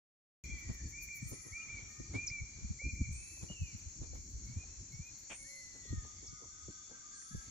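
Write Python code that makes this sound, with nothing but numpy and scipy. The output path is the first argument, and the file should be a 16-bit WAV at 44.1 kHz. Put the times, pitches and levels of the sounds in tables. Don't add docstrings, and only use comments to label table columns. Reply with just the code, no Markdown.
import sys
import numpy as np
from scipy import signal
from scipy.fft import rfft, irfft, next_fast_len
from scipy.io import wavfile
from scipy.ndimage import uniform_filter1d, map_coordinates

SR = 44100
rng = np.random.default_rng(int(sys.argv[2]) if len(sys.argv) > 2 else 0)


def int16_out(signal):
    q = np.round(np.clip(np.atleast_2d(signal).T, -1, 1) * 32767)
    wavfile.write(sys.argv[1], SR, q.astype(np.int16))


N = 330750

# (frequency [Hz], relative level [dB])
HIGH_CHORUS = [(2820, -47.5), (4800, -16.5), (4910, -11.5), (5100, -13.5), (5500, -0.5), (6510, 6.5),
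               (7220, 4.5), (7630, -4), (7910, -24), (8200, -35), (10700, -79), (18000, -120)]
LOW_CHORUS = [(3300, -57), (3850, -31), (4150, 10), (4650, 12.5), (5000, -5.5), (5600, -39.5)]


def insect_chorus(high_db=-54, low_db=-68.5):
    high = amp(high_db + 0.25 * wobble(14)) * swarm(HIGH_CHORUS, alike=0.12, patchy_db=2.0)
    low = amp(low_db + 0.37 * wobble(8.9)) * swarm(LOW_CHORUS, alike=0.22, patchy_db=4.5)
    return high * pan(3.24) + low


def swarm(spectrum, alike, patchy_db):
    cells = signal.stft(noise(alike), nperseg=1024)[2]
    chirps = uniform_filter1d(rng.standard_normal(cells.shape[1:]), size=2, axis=0)
    chirps = uniform_filter1d(chirps, size=6, axis=1)
    patchy = signal.istft(cells * amp(patchy_db * unit(chirps)), nperseg=1024)[1]
    return coloured(patchy[:, :N], spectrum)


# (start [s], end [s], centre [Hz], bandwidth [Hz], level [dB])
CRICKETS = [(.4, 7.6, 5666, 62, -69), (.4, 7.6, 6713, 80, -71.5), (5.45, 5.95, 4222, 18, -66),
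            (4.95, 5.3, 4140, 16, -73), (1.9, 5, 4090, 97, -77), (5.8, 7.6, 3480, 380, -74),
            (.4, .655, 3300, 130, -74)]


def crickets(swell_db=1.8, fade_s=0.055):
    t, out = clock(), np.zeros((2, N))
    for start, end, centre, width, db in CRICKETS:
        song = unit(filtered(noise(0.27), lambda hz: 1 / (1 + (2 * (hz - centre) / width) ** 2)))
        gate = np.clip(np.minimum(t - start, end - t) / fade_s, 0, 1)
        out += amp(db + swell_db * wobble(9.7)) * song * gate
    return out


# (time [s], strokes, period [s], level [dB], distance [0-1])
BOUTS = [(0.446, 4, 0.15, -66, 0.5), (1.036, 3, 0.13, -53, 0.2), (3.135, 1, .14, -71, .5),
         (3.63, 2, .155, -71, 0.86), (4.154, 3, .155, -74.5, 0.8), (4.928, 3, 0.14, -73.5, 0.4)]
# (frequency [Hz], relative level [dB])
RASP = [(8000, -40), (9700, -1), (12000, 6.5), (13300, -6), (14500, 6.5), (15700, -1)]


def katydid(rise_s=0.009, fall_s=0.0105, tooth_hz=800, spread_db=1.5):
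    t = np.arange(-SR // 10, SR // 10) / SR
    swell = np.exp(1 - np.hypot(np.where(t < 0, t / rise_s, t / fall_s), 1))
    near, far = np.zeros((2, N))
    for s, count, period, db, distance in BOUTS:
        for k in range(round(count)):
            stroke = amp(db + spread_db * distance * rng.standard_normal()) * swell
            add(near, s + k * period + t[0], (1 - distance) * stroke)
            add(far, s + k * period + t[0], distance * stroke)
    tooth_rate = tooth_hz * (1 + 0.17 * wobble(200))
    teeth = 1 + 0.95 * np.sin(2 * np.pi * np.cumsum(tooth_rate) / SR)
    rasp = coloured(teeth * noise(0.11), RASP)
    return forest(near * rasp, wet_db=-20) + forest(far * rasp, wet_db=-5)


# (time in call [s], frequency [Hz], relative level [dB])
FIRST_NOTE = [(0, 2040, -21.5), (.012, 2200, -7), (.03, 2325, -3), (.07, 2390, -2.5), (.1, 2425, -4),
              (.119, 2410, -4), (.129, 2330, -11.5), (.142, 2190, -25)]
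SECOND_NOTE = [(.165, 2110, -6), (.175, 2290, -10), (.183, 2365, -2.5), (.217, 2352, -4), (.245, 2315, -8),
               (.268, 2250, -5), (0.279, 2090, -22)]
# (time [s], first note level [dB], second note level [dB])
TWO_NOTE_CALLS = [(.325, -49, -47.5), (0.921, -49, -46.5), (1.519, -45.5, -44.5), (2.134, -41.5, -40.5),
                  (2.788, -44.5, -50)]


def two_note_bird(echo_db=-54, echo_gap_s=0.03):
    notes = [(s, db, note) for s, *levels in TWO_NOTE_CALLS
             for db, note in zip(levels, (FIRST_NOTE, SECOND_NOTE))]
    direct = whistle(notes, lead=-.2, waver=0.003, flutter_db=1.9)
    near = forest(direct, wet_db=-22, trunks_db=7, reach=.025)
    delayed = [(s + echo_gap_s, echo_db, note) for s, _, note in notes]
    outward = whistle(delayed, lead=-.2, waver=0.007, flutter_db=2)
    echo = forest(outward, wet_db=0, alike=0.29, trunks_db=-6) - outward
    return (near + echo) * pan(-0.85)


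# (time in call [s], frequency [Hz], relative level [dB])
UPSLUR = [(0, 2210, -9), (.018, 2180, 2.5), (0.055, 2215, -1), (.095, 2316, -3.5), (.135, 2435, 2.5),
          (.168, 2460, 7), (.19, 2414, 4)]
# (time [s], level [dB])
UPSLUR_CALLS = [(4.457, -68), (4.913, -64.5)]
# (time [s], frequency [Hz], level [dB])
LONG_WHISTLE = [(5.443, 1720, -65), (5.48, 1930, -67), (5.51, 2030, -63.5), (5.56, 2060, -55.5),
                (5.66, 2007, -62), (5.79, 1990, -69), (5.9, 1915, -61.5), (6.0, 1795, -66),
                (6.065, 1720, -72)]
# (time [s], length [s], start [Hz], turn [Hz], end [Hz],
# turning point [share of length], bend [1 straight, 2 arched], level [dB], distance [0-1])
SLURS = [(0.433, 0.39, 2044, 2069, 1734, 0.015, 1.6, -66, 0.8),
         (1.151, 0.14, 2060, 1824, 2110, 0.56, 0.97, -68, 0.69),
         (1.34, 0.2, 2130, 2060, 1774, 0.12, 1.23, -69, 0.95),
         (1.607, 0.029, 2520, 2850, 2780, 0.56, 1.1, -62, 0.2),
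         (1.89, 0.13, 1787, 1820, 1930, 0.25, 2.1, -69.5, 0.65),
         (3.122, 0.31, 2405, 2624, 2490, 0.7, 2.5, -63, 0.1),
         (3.201, 0.34, 1980, 1930, 1884, 0.25, 1.6, -84, 1),
         (3.487, 0.048, 2833, 2910, 2980, 0.73, 2.1, -52.5, 0.4),
         (3.517, .22, 2805, 2830, 2220, 0.026, 1.2, -58, 0.41),
         (4.022, 0.16, 2410, 2393, 2124, 0.13, 1.56, -70.5, 0.74),
         (4.633, 0.11, 2470, 2606, 2660, 0.85, 1.2, -74.5, 0.7),
         (5.382, 0.19, 2190, 2194, 2200, 0.37, 3.1, -61, 0),
         (6.122, 0.3, 1977, 2262, 1966, 0.49, 1.45, -74, 0.77),
         (6.42, .2, 2102, 2086, 1890, .15, 1.5, -83, 0.5)]


def slurring_birds():
    near = whistle([(s, db, UPSLUR) for s, db in UPSLUR_CALLS], lead=0.79, waver=0.003, flutter_db=1.3)
    near += whistle([(0, 0, LONG_WHISTLE)], lead=1.63, waver=0.003, flutter_db=1.3)
    far = np.zeros((2, N))
    for s, *shape, db, distance in SLURS:
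        note = whistle([(s, db, slur(*shape))], lead=1.63,
                       waver=0.0024 + .012 * distance, flutter_db=1.2 + 2 * distance)
        near += (1 - distance) * note
        far += distance * note
    return forest(near * pan(-2.2), wet_db=-16, trunks_db=-28) + forest(far, wet_db=-1.5)


def slur(length, start_hz, turn_hz, end_hz, turn, bend, edge_db=-4):
    u = np.linspace(0, 1, 41)
    turn = np.clip(turn, .02, .98)
    away = np.where(u < turn, (turn - u) / turn, (u - turn) / (1 - turn)) ** bend
    hz = turn_hz + away * (np.where(u < turn, start_hz, end_hz) - turn_hz)
    return np.transpose([u * length, hz, edge_db * away])


# (time in call [s], frequency [Hz], relative level [dB])
LOWER_VOICE = [(0, 7680, -4), (.02, 8060, 2.5), (.075, 8720, 6), (.13, 9340, 1.5), (.19, 9947, -3),
               (.27, 10300, -5), (.33, 10360, -8), (.358, 10940, -11)]
UPPER_VOICE = [(0, 9570, -15), (.07, 10730, -22), (0.202, 11750, -16), (.32, 12450, -22)]
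# (time [s], level [dB])
RISING_CALLS = [(1.216, -61.5), (3.114, -59.5), (5.289, -61.5), (7.13, -64.5)]


def rising_whistles():
    out = np.zeros((2, N))
    for s, db in RISING_CALLS:
        voices = [(s, db, LOWER_VOICE), (s, db, UPPER_VOICE)]
        out += whistle(voices, lead=1.95, waver=0.008, flutter_db=3.3, waver_rate=500)
        scattered = whistle(voices, lead=1.95, waver=0.02, flutter_db=2, waver_rate=500)
        out += forest(scattered, wet_db=-9.5, alike=0, trunks_db=-2, reach=.05) - scattered
    return out * pan(-1.7)


# (time in call [s], nominal frequency [Hz], relative level [dB])
CHIP = [(0, 8100, -15), (.006, 6850, -0.5), (.017, 5690, 3.5), (.026, 4740, -4.5), (.033, 4180, -16)]
# (time [s], level [dB], pitch factor)
CHIP_CALLS = [(2.262, -45, .99), (6.26, -51.5, .98)]


def chips():
    notes = [(s, db, np.multiply(CHIP, [1, pitch, 1])) for s, db, pitch in CHIP_CALLS]
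    direct = whistle(notes, lead=-1.1, waver=0.025, flutter_db=3, waver_rate=400)
    return forest(direct * pan(-1.7), wet_db=-14, trunks_db=4.5, reach=0.013)


# (time [s], length [s], peak frequency [Hz], level [dB])
HOOTS = [(1.223, 0.22, 1286, -70), (1.469, 0.25, 1303, -68.5), (1.88, 0.2, 1241, -68),
         (5.37, 0.28, 557.7, -72.5), (5.869, 0.26, 1245, -66), (6.28, 0.23, 1245, -65),
         (6.35, .15, 1338, -72), (6.49, .2, 1266, -67), (6.68, 0.15, 1248, -68), (6.85, 0.24, 1345, -71),
         (6.95, 0.2, 1210, -65), (7.188, 0.16, 1295, -64.5), (7.35, 0.12, 1330, -64)]


def hooting_bird():
    arches = [(s, db, [(0, hz * .98, -8), (length / 2, hz, 0), (length, hz * .975, -9)])
              for s, length, hz, db in HOOTS]
    direct = whistle(arches, lead=-2.06, waver=0.008, flutter_db=2.5, waver_rate=40)
    return forest(direct, wet_db=-8, alike=0, trunks_db=-8)


def climbing_bird(start_s=6.305, first_hz=1480, first_db=-71.5, note_s=0.11, sag=0.041):
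    step_s, step_hz, step_db = 0.201, 35.8, 1.75
    hoot = lambda hz: [(0, hz, -4), (note_s / 3, hz, 0), (note_s, hz * (1 - sag), -5)]
    notes = [(start_s + k * step_s, first_db + k * step_db, hoot(first_hz + k * step_hz))
             for k in range(6)]
    direct = whistle(notes, lead=-2.1, waver=0.008, flutter_db=3)
    return forest(direct, wet_db=-9, alike=0, trunks_db=-8)


def whistle(notes, lead, waver, flutter_db, fade=0.0021, waver_rate=120):
    out = np.zeros((2, N))
    for start, db, contour in notes:
        s, hz, level = np.transpose(contour)
        t = np.arange(s[0], max(s[-1], s[0] + .01), 1 / SR)
        pitch = np.interp(t, s, hz) * (1 + waver * wobble(waver_rate, size=len(t)))
        loud = amp(db + np.interp(t, s, level) + flutter_db * wobble(70.3, size=len(t)))
        edges = np.clip(np.minimum(t - t[0], t[-1] - t) / fade, 0, 1)
        phase = 2 * np.pi * np.cumsum(pitch) / SR
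        add(out, start + s[0], np.sqrt(2) * loud * edges * np.sin(phase + [[lead / 2], [-lead / 2]]))
    return out


# (time [s], level [dB], firmness [0-1], life [s])
BUMPS = [(.498, -46, 0.82, 0.011), (0.538, -38.5, 0.18, 0.022), (.675, -41, .2, 0.017),
         (.7, -33.5, 0.81, 0.0078), (.716, -38, 0.37, 0.0058), (.748, -45, 0, .016),
         (.858, -39, 0.26, 0.011), (1.23, -40.5, 0.84, 0.016), (1.262, -39, 0.17, 0.011),
         (1.327, -46.5, 0.75, 0.017), (1.466, -54, 1, .014), (1.527, -45.5, 0.22, 0.02),
         (1.746, -45.5, 0.34, 0.011), (1.832, -49, .6, .012), (2.007, -46, 0.98, 0.019),
         (2.158, -37, 1, 0.017), (2.314, -41, 0.3, 0.0076), (2.42, -37.5, 0.06, 0.019),
         (2.65, -36.5, 0.57, 0.023), (2.709, -31, 0.54, 0.0088), (2.848, -40.5, 0.17, 0.015),
         (2.937, -35, 0.34, 0.011), (3.017, -26, 0.5, 0.012), (3.111, -38, 0.17, 0.067),
         (3.434, -41, 0.68, 0.016), (3.51, -42, 0.43, 0.016), (3.623, -31, 0.17, 0.02),
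         (3.751, -40.5, 0.55, 0.016), (3.871, -40.5, 0.18, 0.016), (4.016, -39.5, 0.46, 0.023),
         (4.133, -46, 0, 0.098), (4.357, -40.5, 0.14, 0.034), (4.5, -44.5, 0.72, 0.048),
         (4.572, -33, 0.41, 0.014), (4.79, -46.5, 0.15, 0.022), (4.947, -45, 0.41, 0.027),
         (5.003, -38.5, 0.45, 0.013), (5.912, -35.5, 0.2, 0.014), (5.936, -35.5, 0.85, 0.017),
         (5.982, -32.5, 0, 0.017), (6.05, -48, .2, 0.03), (6.292, -50, 0, 0.022),
         (6.336, -51.5, 0.6, 0.013), (6.656, -52.5, 0.13, 0.043), (6.691, -48, 0.8, 0.014),
         (7.315, -54, 0.85, 0.014), (7.351, -38.5, 0.7, 0.017), (7.379, -42, 0.1, 0.017)]


def hand_bumps():
    t, out = np.arange(-SR // 8, SR // 5) / SR, np.zeros((2, N))
    for s, db, firmness, life in BUMPS + fidgets():
        thud_hz = np.interp(firmness, [0, 1], [60.1, 127.6])
        case_hz = np.interp(firmness, [0, 1], [140, 238])
        case_db = np.interp(firmness, [0, 1], [-17, 3.3])
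        bump = thud(t, thud_hz, life) + amp(case_db) * thud(t, case_hz, life=.007, swing=.17)
        add(out, s + t[0], amp(db) * bump)
    return out


def thud(t, hz, life, swing=0.26, sag=0.25):
    pitch = hz * np.exp(swing * wobble(131.3, size=len(t)) - sag * np.tanh(t / life))
    cycles = np.cumsum(pitch) / SR
    phase = 2 * np.pi * (cycles - np.interp(0, t, cycles))
    stereo_skew = 0.65 * wobble(61.7, size=len(t)) * np.array([[1], [-1]])
    return np.cos(phase + stereo_skew) / np.cosh(t / (life * np.where(t < 0, .45, .7)))


# (time [s], level [dB], lowest mode [Hz])
TAPS = [(.697, -47, 327), (1.319, -42, 368), (1.331, -46, 400), (1.999, -39, 334), (2.143, -41, 351),
        (2.154, -41, 328), (2.817, -53, 512), (3.372, -52, 635.4), (3.499, -51, 627), (4.016, -44.5, 341),
        (4.132, -46.5, 507), (4.634, -59, 784), (5.853, -51, 413), (5.928, -43.5, 333), (6.049, -55, 453),
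        (6.228, -47.5, 298), (6.326, -47, 285), (6.42, -52.5, 456), (6.683, -43, 360), (6.701, -47.5, 290),
        (6.911, -58, 502), (7.22, -53, 1760), (7.347, -43, 311)]
# (ratio to lowest mode, relative level [dB], 60 dB decay time [s])
CASE_MODES = [(1, 0.5, 0.047), (1.45, -14, 0.052), (2.05, -14, 0.0082), (3.1, -21, 0.016)]


def finger_taps(attack_s=0.00064):
    t, out = np.arange(SR // 12) / SR, np.zeros((2, N))
    for s, db, hz in TAPS:
        for ratio, mode_db, t60 in CASE_MODES:
            pitch = hz * ratio * (1 + 0.091 * wobble(410, size=len(t)))
            phase = 2 * np.pi * np.cumsum(pitch) / SR + rng.standard_normal((2, 1))
            envelope = amp(db + mode_db - 60 * t / t60) * (1 - np.exp(-t / attack_s))
            add(out, s, envelope * np.sin(phase))
    return out


# (time [s], level [dB], share of fingernail [0-1])
SLIPS = [(0.703, -51.5, 0.2), (1.334, -52, 0.27), (1.465, -55.5, 0.46), (1.795, -62, 0.73), (2.154, -43, 0),
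         (3.433, -50, 0.24), (3.515, -52.5, .2), (4.036, -51, 0.38), (4.155, -52.5, .3), (5.759, -57, 0.18),
         (6.052, -58.5, 0.7), (6.24, -58, 0.23), (6.429, -56.5, 0.93), (6.917, -57.5, 0.94)]
# (frequency [Hz], relative level [dB])
PAD = [(200, -1.5), (330, 6.5), (500, -6), (900, -11), (2500, -21), (7000, -17), (10500, -37.5),
       (14000, -63)]
NAIL = [(80, -10), (200, 2.5), (450, 2.5), (750, -7), (1100, -6), (1500, -24), (4000, -42), (9000, -75)]


def finger_slips(rise_s=0.014, fall_s=0.023, grain_db=4):
    t, envelopes = np.arange(-SR // 8, SR // 5) / SR, np.zeros((2, N))
    swell = np.exp(-np.abs(t) / np.where(t < 0, rise_s, fall_s))
    for s, db, share in SLIPS:
        add(envelopes, s + t[0], amp(db) * np.outer([1 - share, share], swell))
    pad = coloured(noise(0.12), PAD)
    nail = coloured(amp(grain_db * wobble(300)) * noise(0.34), NAIL)
    return envelopes[0] * pad + envelopes[1] * nail


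# (frequency [Hz], relative level [dB])
THUMP = [(150, 3), (500, 8.5), (900, 8), (1600, 3), (2200, -23), (4000, -43)]
SCRAPE = [(1200, -20), (2000, 3.5), (2450, 11.5), (2850, -1.5), (3400, 1), (4000, -18), (7000, -36)]


def knock(start_s=5.295, attack_s=0.012, release_s=0.016, thump_db=-54.5, scrape_db=-49.5):
    t = clock() - start_s
    attack = np.clip(t / attack_s, 0, 1)
    swell = lambda hold_s: attack * np.exp(-np.maximum(t - attack_s - hold_s, 0) / release_s)
    slips = amp(0.54 * wobble(500)) * noise(0.53)
    thump = amp(thump_db) * swell(hold_s=.018) * coloured(slips, THUMP)
    scrape = amp(scrape_db) * swell(hold_s=.03) * coloured(slips, SCRAPE)
    return forest((thump + scrape) * pan(-1.3), wet_db=-40)


# (time [s], level [dB])
UNREST = [(0.6, -56), (1.46, -65.5), (1.56, -63), (2.85, -57), (3.27, -62.5), (4.36, -55), (5.6, -74.5),
          (5.98, -60.5), (7.13, -80), (7.5, -60.5)]
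# (frequency [Hz], relative level [dB])
RUMBLE = [(20, -36), (38, 2.5), (55, 7), (100, 0), (200, -11), (330, -14.5), (600, -37.5), (1200, -95)]


def hand_rumble(boost_db=2.5):
    unrest_db, = curves(UNREST)
    return amp(unrest_db + boost_db + 5.9 * wobble(22)) * coloured(noise(1.0), RUMBLE)


def fidgets(count=30, life_s=0.021, boost_db=2, spread_db=3):
    when, size, firmness = rng.random((count, 3)).T
    s = when * N / SR
    db = np.interp(s, *np.transpose(UNREST)) + boost_db + spread_db * (2 * size - 1)
    return list(zip(s, db, 0.45 * firmness, np.full(count, life_s)))


# (time [s], level [dB])
SHIMMER_SWELLS = [(.65, -92.5), (1.0, -93), (1.55, -101), (1.88, -85.5), (2.7, -97), (3.05, -90),
                  (3.5, -91), (4.05, -99), (4.17, -87.5), (4.44, -87), (4.55, -89), (4.85, -98),
                  (4.95, -87), (5.65, -83.5), (6.2, -92), (7.5, -101)]
# (frequency [Hz], relative level [dB])
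SHIMMER_SPECTRUM = [(9500, -46), (11100, -10), (12100, 6.5), (12900, -25), (13600, -17), (14400, 6),
                    (15000, -4.5), (15700, -11.5)]


def high_shimmer():
    level_db, = curves(SHIMMER_SWELLS)
    return amp(level_db + 3.2 * wobble(11)) * swarm(SHIMMER_SPECTRUM, alike=0.11, patchy_db=8.5)


# (frequency [Hz], relative level [dB])
HUSH = [(25, 6), (60, 9.5), (250, 9), (500, -3.5), (900, -4), (1800, -3.5), (2200, 2.5), (2800, -8),
        (3700, -4.5), (7300, -28.5), (8200, -38.5), (15700, -32)]


def forest_hush(db=-67, swell_db=2.2):
    return amp(db + swell_db * wobble(4.52)) * coloured(noise(0.017), HUSH)


# (frequency [Hz], 60 dB decay time [s])
TREE_DECAY = [(300, 3.3), (2300, 1.43), (5000, 0.21), (8500, 1.05), (10500, 0.78), (12000, 1.2),
              (15000, 0.12)]


def forest(x, wet_db, alike=0.85, trunks_db=-3, reach=.13):
    hz, t, cells = signal.stft(noise(alike)[:, :SR * 3 // 2], SR, nperseg=256)
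    decay = amp(-60 * t / along(TREE_DECAY, hz)[:, None])
    tail = signal.istft(cells * decay, SR, nperseg=256)[1]
    tail /= np.linalg.norm(tail[0])
    count = 12
    delays = 0.011 + reach * rng.random(count)
    arrivals = (delays * SR).astype(int) + rng.integers(8, size=(2, count))
    for side in range(2):
        tail[side, arrivals[side]] += amp(trunks_db) * rng.choice([-1, 1], count) / np.sqrt(count)
    return x + amp(wet_db) * signal.fftconvolve(x, tail, axes=1)[:, :N]


def amp(db):
    return 10 ** (np.asarray(db) / 20)


def unit(x):
    return x / np.sqrt(np.mean(x ** 2) + 1e-20)


def clock():
    return np.arange(N) / SR


def along(points, hz):
    f, v = np.transpose(points)
    return np.interp(np.log(hz + 1), np.log(f), v)


def curves(rows):
    s, *cols = np.transpose(rows)
    return [np.interp(clock(), s, c) for c in cols]


def wobble(rate, size=N):
    return map_coordinates(rng.standard_normal(int(size * rate / SR) + 4), [np.arange(size) * rate / SR])


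def filtered(x, response):
    m = next_fast_len(N + 8192)
    return irfft(rfft(x, m) * response(np.fft.rfftfreq(m, 1 / SR)), m)[..., :N]


def coloured(x, spectrum):
    return unit(filtered(x, lambda hz: amp(along(spectrum, hz))))


def noise(alike):
    turn = np.arccos(np.clip(alike, -1, 1)) / 2
    mid, side = rng.standard_normal((2, N)) * [[np.cos(turn)], [np.sin(turn)]]
    return np.array([mid + side, mid - side])


def pan(left_db):
    return amp([[left_db / 2], [-left_db / 2]])


def add(track, s, sound):
    i = max(round(s * SR), 0)
    track[..., i:i + sound.shape[-1]] += sound[..., :max(N - i, 0)]


def scene():
    drone = insect_chorus() + crickets() + forest_hush()
    treble = katydid() + high_shimmer()
    birds = two_note_bird() + slurring_birds() + hooting_bird() + climbing_bird()
    high_birds = rising_whistles() + chips()
    handling = (hand_bumps() + finger_slips() + hand_rumble()) * pan(0.71) + finger_taps()
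    return drone + treble + birds + high_birds + handling + knock()


def record(dry, onset_s=0.4385, cutoff_hz=15750):
    return filtered(dry * (clock() > onset_s), lambda hz: hz < cutoff_hz)


dry = scene()
out = record(dry)
int16_out(out)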